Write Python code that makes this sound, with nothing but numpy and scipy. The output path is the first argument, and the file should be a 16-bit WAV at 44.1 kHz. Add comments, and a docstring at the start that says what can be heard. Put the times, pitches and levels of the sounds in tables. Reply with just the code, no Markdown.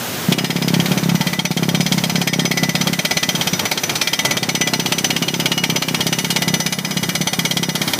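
"""A pneumatic crawler drill on an open hillside, heard through one microphone.
Air blasts through the hole; a third of a second in, the piston starts hammering, about 17 blows a second.
Each cycle: a puff of exhaust, the piston's clang on the drill steel, a second puff on the return stroke.
The long steel rings on between blows; flushing air hisses and engines rumble behind.
At six seconds the microphone swings left, and the sound turns a little hollow and brighter."""
import sys
import numpy as np
from scipy import signal
from scipy.fft import rfft, irfft
from scipy.io import wavfile

SR = 44100
rng = np.random.default_rng(int(sys.argv[2]) if len(sys.argv) > 2 else 0)


def wav_record(signal):
    """Record a signal, one row per channel, as 16-bit PCM in the file named by sys.argv[1]."""
    frames = np.transpose(np.atleast_2d(signal))
    bounded = np.clip(frames, -1, 1)
    # unit amplitude maps onto the largest positive 16-bit level
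    quanta = np.round(bounded * 32767).astype(np.int16)
    wavfile.write(sys.argv[1], SR, quanta)


N = 352359
TIME = np.arange(N) / SR
FIRST_BLOW_S, BLOW_COUNT = 0.322, 129


def from_db(db):
    """Decibels to gain."""
    return 10 ** (np.asarray(db) / 20)


def curve_at(rows, times):
    """Each value column of a curve, read at the given seconds."""
    knots, *columns = np.transpose(rows)
    return [np.interp(times, knots, column) for column in columns]


def drift(rate_hz):
    """A slow random wander with spread 1."""
    knots = rng.standard_normal(int(N / SR * rate_hz) + 3)
    return 1.22 * np.interp(TIME * rate_hz, np.arange(len(knots)), knots)


def scatter(blows):
    """One chance value for each blow, with spread about 1 and no outliers."""
    return np.clip(rng.standard_normal(len(blows)), -2, 2)


def clicks(times, heights):
    """A train of single-sample pushes."""
    samples = np.clip(np.round(times * SR).astype(int), 0, N)
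    return np.bincount(samples, heights, N + 1)[:N]


def colour(x, spectrum, size=8192):
    """Minimum-phase filter of unit energy: the spectrum sets the tone, not the level."""
    hz = np.maximum(np.arange(size // 2 + 1) * SR / size, 1)
    knot_hz, knot_db = np.transpose(spectrum)
    db = np.interp(np.log(hz), np.log(knot_hz), knot_db)
    cepstrum = irfft(np.log(from_db(db)))[:size // 2]
    cepstrum[1:] *= 2
    response = irfft(np.exp(rfft(cepstrum, size)))
    return signal.oaconvolve(x, response / np.linalg.norm(response))[:N]


def burst(pushes, rise_s, hold_s, t60):
    """Noise that swells after each push, holds briefly, then dies away."""
    t = TIME[:SR // 8]
    envelope = (1 - np.exp(-t / rise_s)) * from_db(-60 * np.maximum(t - hold_s, 0) / t60)
    return signal.oaconvolve(pushes, envelope)[:N] * rng.standard_normal(N)


def ring(pushes, hz, t60):
    """A unit push sets a sine of height 1 ringing."""
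    radius, angle = from_db(-60 / (t60 * SR)), 2 * np.pi * hz / SR
    poles = [1, -2 * radius * np.cos(angle), radius ** 2]
    return signal.lfilter([0, np.sin(angle)], poles, pushes + 1e-18)


def resonance(x, hz, width_hz):
    """Two-pole band-pass with gain 1 at its peak."""
    radius = np.exp(-np.pi * width_hz / SR)
    poles = [1, -2 * radius * np.cos(2 * np.pi * hz / SR), radius ** 2]
    return signal.lfilter((1 - radius ** 2) / 2 * np.array([1, 0, -1]), poles, x + 1e-18)


# The low roar and the high hiss behind the drill. Each row: frequency in Hz, relative level in dB.
ROAR_SPECTRUM = [(25, -40), (60, -24), (100, -1.5), (170, 5.5), (300, 1), (450, -3.5), (750, -5.5),
                 (1100, -8), (1700, -12.5), (3000, -17), (8000, -43)]
HISS_SPECTRUM = [(500, -17), (1500, 7.5), (2300, 5), (3300, 5), (4500, 4), (6500, 4), (7500, 0),
                 (10000, -2), (13000, 0.5), (15500, 2.5)]
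# The hiss and roar dip as the hammering starts, then come back and waver.
# Each row: time in seconds, change of level in dB.
AIR_LEVEL = [(0.38, -4), (0.47, -0.5), (0.68, 1.5), (1.3, 2.5), (1.48, -2), (1.8, 0), (2.2, -2.5),
             (3.3, 1.5), (5.0, -0.5), (6.1, 1), (7.0, -1), (7.95, 0)]

def air_and_engines(blast_roar_db=-26, blast_hiss_db=-25.2, roar_db=-31.5, hiss_db=-32):
    """Air blasts through the hole, then hisses on more quietly behind the blows, over the engines' roar."""
    blast = np.clip((FIRST_BLOW_S - TIME) * 40 + 1, 0, 1)
    waver_db = curve_at(AIR_LEVEL, TIME)[0] + 1.7 * drift(rate_hz=10)
    flutter_db = 2.5 * drift(rate_hz=25)
    roar_gain = from_db(blast * blast_roar_db + (1 - blast) * (roar_db + waver_db + flutter_db))
    hiss_gain = from_db(blast * blast_hiss_db + (1 - blast) * (hiss_db + waver_db))
    roar = colour(rng.standard_normal(N), ROAR_SPECTRUM)
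    hiss = colour(rng.standard_normal(N), HISS_SPECTRUM)
    return roar_gain * roar + hiss_gain * hiss


# The exhaust, choked for a while midway. Each row: time in seconds, relative level in dB.
EXHAUST_STRENGTH = [(0.32, -10.5), (0.4, -18), (0.8, -12.5), (1.2, -13.5), (1.48, -16.5), (1.7, -10),
                    (2.15, -15.5), (2.9, -17), (3.12, -23), (3.33, -16), (3.75, -30.5), (4.15, -29),
                    (4.55, -18), (5.05, -19.5), (6.85, -16.5), (7.3, -21.5), (7.74, -16.5), (7.93, -24.5)]
# How the port opens. Each row: time in seconds, sharpness from 0 to 1, return puff's offset in dB.
PORT_OPENING = [(0.3, 0.82, -10), (0.65, 0.46, 1), (1.3, 0.17, -10), (1.65, 0.53, -6), (2.0, 0.05, -0.5),
                (2.45, 0.72, -2.5), (2.8, 0.18, -8), (3.8, 0.36, -14), (4.6, 0.85, -3.5), (6.0, 0.59, -3.5),
                (6.8, 0.22, -7), (7.9, 0.5, -1.5)]
# Lone heavy puffs, as air first lifts the piston and whenever it stumbles.
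# Each row: start in seconds, relative level in dB.
LONE_PUFFS = [(0.2857, -10.5), (1.117, -16), (1.146, -21), (2.896, -15.5), (3.255, -24), (3.528, -18.5)]
# The pulse of a sharp and of a sluggish port. Each row: frequency in Hz, relative level in dB.
SHARP_PUFF_SPECTRUM = [(30, -45), (70, -33.5), (100, -20), (135, -2), (170, -0.5), (205, -3.5), (245, 1.5),
                       (300, -6), (375, -4), (480, -17.5), (880, -20.5), (1300, -32.5), (4000, -50)]
SOFT_PUFF_SPECTRUM = [(30, -54), (70, -24), (100, -22), (135, -3), (175, 3.5), (225, -1.5), (300, -16.5),
                      (400, -26.5), (700, -28), (2000, -50.5)]

def exhaust(blows, lead_s=0.003806, return_share=0.435, jitter_s=0.00208, echo_s=0.01167):
    """The port opens just before each blow and again on the return: a pulse and a spit of air."""
    strength_db, = curve_at(EXHAUST_STRENGTH, blows)
    port, return_offset_db = curve_at(PORT_OPENING, blows)
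    unsteady = 1 - port ** 2  # a sluggish port puffs less evenly
    main_db = strength_db + 2.5 * unsteady * scatter(blows)
    return_db = strength_db + return_offset_db + 3.5 * unsteady * scatter(blows)
    return_s = blows + return_share * np.gradient(blows) + jitter_s * unsteady * scatter(blows)
    lone_s, lone_db = np.transpose(LONE_PUFFS)
    times = np.r_[blows - lead_s, return_s, lone_s]
    heights = -from_db(np.r_[main_db + 28.5, return_db + 27.5, lone_db + 28.5])
    sharpness = np.r_[port, 0.91 * port, np.zeros(len(lone_s))]
    sharp = colour(clicks(times, heights * sharpness), SHARP_PUFF_SPECTRUM)
    soft = colour(clicks(times, heights * (1 - sharpness)), SOFT_PUFF_SPECTRUM)
    # the pulse comes back, duller, off the carrier
    echo = colour(clicks(times + echo_s, heights), SOFT_PUFF_SPECTRUM)
    spit = burst(clicks(times, np.abs(heights)), rise_s=0.00013, hold_s=0.0051, t60=0.024)
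    return sharp + soft + from_db(-21) * echo + from_db(-41.5) * colour(spit, ROAR_SPECTRUM)


# Short-lived modes of the chuck (first row), hammer body and mast.
# Each row: frequency in Hz, width in Hz, relative level in dB.
RIG_MODES = [(2870, 1230, -14), (2206, 68, -7.5), (2418, 190, -8.5), (3206, 123, -2.5), (3743, 88, -15.5),
             (4134, 94, -10), (4490, 150, -13.5), (5007, 46, -11.5), (6230, 100, -31), (12600, 1100, -13)]
# At times the steel rides loose in its chuck. Each row: time in seconds, boost of the chuck's ring in dB.
CHUCK_RING = [(0.35, 14.5), (0.9, -1), (4.3, 0), (4.65, 14.5), (6.2, 14), (6.55, 13), (7.8, 9.5)]

def rig_clank(blows, blow_db):
    """Each blow shakes the rig's modes in a new mixture, so no two clanks have the same colour."""
    chuck_db, = curve_at(CHUCK_RING, blows)
    clank = np.zeros(N)
    for k, (hz, width_hz, mode_db) in enumerate(RIG_MODES):
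        swell_db = chuck_db if k == 0 else 0
        mixture_db = rng.uniform(-5, 5, len(blows))
        pushes = clicks(blows, from_db(blow_db + mode_db + swell_db + mixture_db))
        shake = burst(pushes, rise_s=0.00064, hold_s=0.0026, t60=0.053)
        clank += resonance(shake, hz, width_hz) * np.sqrt(SR / (np.pi * width_hz))
    return clank


# Modes of the drill steel, led by its low ring, the one beside the chuck's mode, and its high ring.
# Each row: frequency in Hz, relative level in dB, seconds to fade by 60 dB.
STEEL_MODES = [(1997, -16.5, .3), (2904, -26, .17), (6005, -15, .15), (890, -21.5, .12), (1407, -25, .12),
               (1833, -25.5, .3), (2338, -23, .26), (3657, -24, .3), (4439, -25, .17), (5066, -19.5, .17),
               (5415, -28, .17), (5698, -23.5, .26), (6048, -15, .12), (6659, -27, .12), (8155, -33, .22),
               (8586, -33, .26), (9302, -35, .2), (10690, -30, .2)]
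# The rings swell and fade as the steel turns. Each row: time in seconds, low ring in dB, high ring in dB.
RING_SWELL = [(0.4, -3, -11), (0.9, -12, 4), (1.3, 4.5, -4.5), (1.65, -10, 2), (2.65, 1, -2), (3.25, 5, 0),
              (3.6, -9, 6.5), (4.3, 0.5, 0.5), (4.75, 2, 6), (5.4, -11, 2), (6.2, -1.5, 2), (6.6, -0.5, 6),
              (7.1, 1, -10), (7.9, -3, -1)]

def steel_ring(blows, blow_db, mean_delay_s=0.002, scatter_db=3.5, tilt_db_per_octave=0.56):
    """Every blow rings each mode of the rod with its own strength; the grip of the rock damps it."""
    low_db, high_db = curve_at(RING_SWELL, blows)
    chuck_db, = curve_at(CHUCK_RING, blows)
    swells = (low_db, chuck_db, high_db)
    ringing = np.zeros(N)
    for k, (hz, mode_db, t60) in enumerate(STEEL_MODES):
        swell_db = swells[k] if k < len(swells) else 2.5 * np.interp(blows, TIME, drift(rate_hz=4))
        tilt_db = tilt_db_per_octave * np.log2(hz / STEEL_MODES[0][0])
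        chance_db = scatter_db * rng.standard_normal(len(blows))
        strength = from_db(blow_db + mode_db + tilt_db + swell_db + chance_db)
        starts = blows + mean_delay_s * (0.5 + rng.random(len(blows)))
        ringing += ring(clicks(starts, strength), hz, t60)
    return from_db(4) * ringing


# The three parts of a blow at the microphone. Each row: frequency in Hz, relative level in dB.
CLANG_SPECTRUM = [(300, -26), (1000, -22), (1700, -11), (2050, 0.5), (2500, -7.5), (2800, -8.5), (3100, -5),
                  (5000, -5.5), (6600, -8.5), (7400, -13), (10000, -22.5), (15500, -27)]
CRACK_SPECTRUM = [(2000, -42), (4000, 8), (6500, 4), (7500, 1), (10000, -1.5), (13000, -4.5), (15500, -11)]
THUD_SPECTRUM = [(120, -17.5), (300, -3), (500, -5), (600, 2.5), (670, -3), (750, 3), (820, -4.5), (890, 2),
                 (1010, -11.5), (1280, -3.5), (3000, -22)]
# Harder rock gives a brighter blow. 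Each row: time in seconds, boost of the crack in dB.
ROCK_HARDNESS = [(0.4, -8), (1.5, -3.5), (2.05, 6), (2.5, -6), (4.0, 2.5), (4.8, 2), (5.9, -6.5), (6.35, 3),
                 (7.1, 0), (7.7, -1), (7.95, -4)]

def hammer(blows, blow_db):
    """The piston cracks on the shank and rattles the rig; the bit crushes rock with a duller thud."""
    pushes = clicks(blows, from_db(blow_db))
    clang = colour(burst(pushes, rise_s=0.0032, hold_s=0.0033, t60=0.063), CLANG_SPECTRUM)
    hardness_db = curve_at(ROCK_HARDNESS, blows)[0] + 5 * scatter(blows)
    crack_pushes = clicks(blows, from_db(blow_db + hardness_db))
    crack = colour(burst(crack_pushes, rise_s=0.0023, hold_s=0.001, t60=0.085), CRACK_SPECTRUM)
    thud = colour(burst(pushes, rise_s=0.00013, hold_s=0.0054, t60=0.066), THUD_SPECTRUM)
    return from_db(-0.5) * clang + from_db(-10) * crack + from_db(-6) * thud


# The piston's pace hunts a little as the bit turns. 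Each row: time in seconds, blows per second.
PISTON_PACE = [(0.32, 16.227), (0.45, 16.853), (1.18, 17.113), (1.28, 16.335), (1.82, 17.325),
               (2.35, 16.712), (2.92, 16.797), (3.56, 16.413), (4.16, 16.998), (4.83, 15.976),
               (5.33, 17.222), (5.82, 16.034), (6.32, 17.233), (6.65, 16.139), (7.5, 16.894),
               (7.83, 15.816), (7.95, 18.519)]
# How hard the bit bites, unsteady until it has seated. Each row: time in seconds, relative level in dB.
BIT_BITE = [(0.32, -17), (0.56, -20.5), (0.8, -17), (1.05, -19.5), (1.24, -16), (1.57, -20.5), (1.88, -16),
            (2.7, -16), (4.2, -15), (5.0, -17.5), (5.95, -16.5), (6.4, -15.5), (6.68, -16.5), (6.85, -21),
            (6.99, -17.5), (7.95, -16.5)]

def piston_blows(scatter_db=1.25):
    """The piston strikes once a cycle: the blows' times in seconds and their levels in dB."""
    pace, = curve_at(PISTON_PACE, TIME)
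    cycles = np.cumsum(pace) / SR
    first_cycle = np.interp(FIRST_BLOW_S, TIME, cycles)
    blows = np.interp(first_cycle + np.arange(BLOW_COUNT), cycles, TIME)
    bite_db, = curve_at(BIT_BITE, blows)
    return blows, bite_db + scatter_db * scatter(blows)


# The microphone swings to the left. Each row: time in seconds, share of the turn from 0 to 1.
MICROPHONE_TURN = [(6.0, 0), (6.8, 1), (8.0, 0.9)]

def microphone_swing(x):
    """As the microphone swings round, the sound turns a little hollow and brighter at the top."""
    turn, = curve_at(MICROPHONE_TURN, TIME)
    hollow = resonance(x, hz=2680, width_hz=300)
    bright = resonance(x, hz=10500, width_hz=2300)
    return x + turn * (0.48 * bright - hollow)


def scene():
    """The whole rig reaches one microphone on the hillside, alike in both channels."""
    blows, blow_db = piston_blows()
    puffs = exhaust(blows)
    strikes = hammer(blows, blow_db) + rig_clank(blows, blow_db) + steel_ring(blows, blow_db)
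    mono = microphone_swing(puffs + strikes + air_and_engines())
    return np.array([mono, mono])


def record(dry, ceiling=0.72, cutoff_hz=15300):
    """The recorder rounds the loudest peaks and cuts the highest treble."""
    rounded = dry / (1 + (dry / ceiling) ** 4) ** 0.25
    lowpass = signal.ellip(10, 0.1, 80, cutoff_hz, fs=SR, output="sos")
    return signal.sosfilt(lowpass, rounded)


dry = scene()
out = record(dry)
wav_record(out)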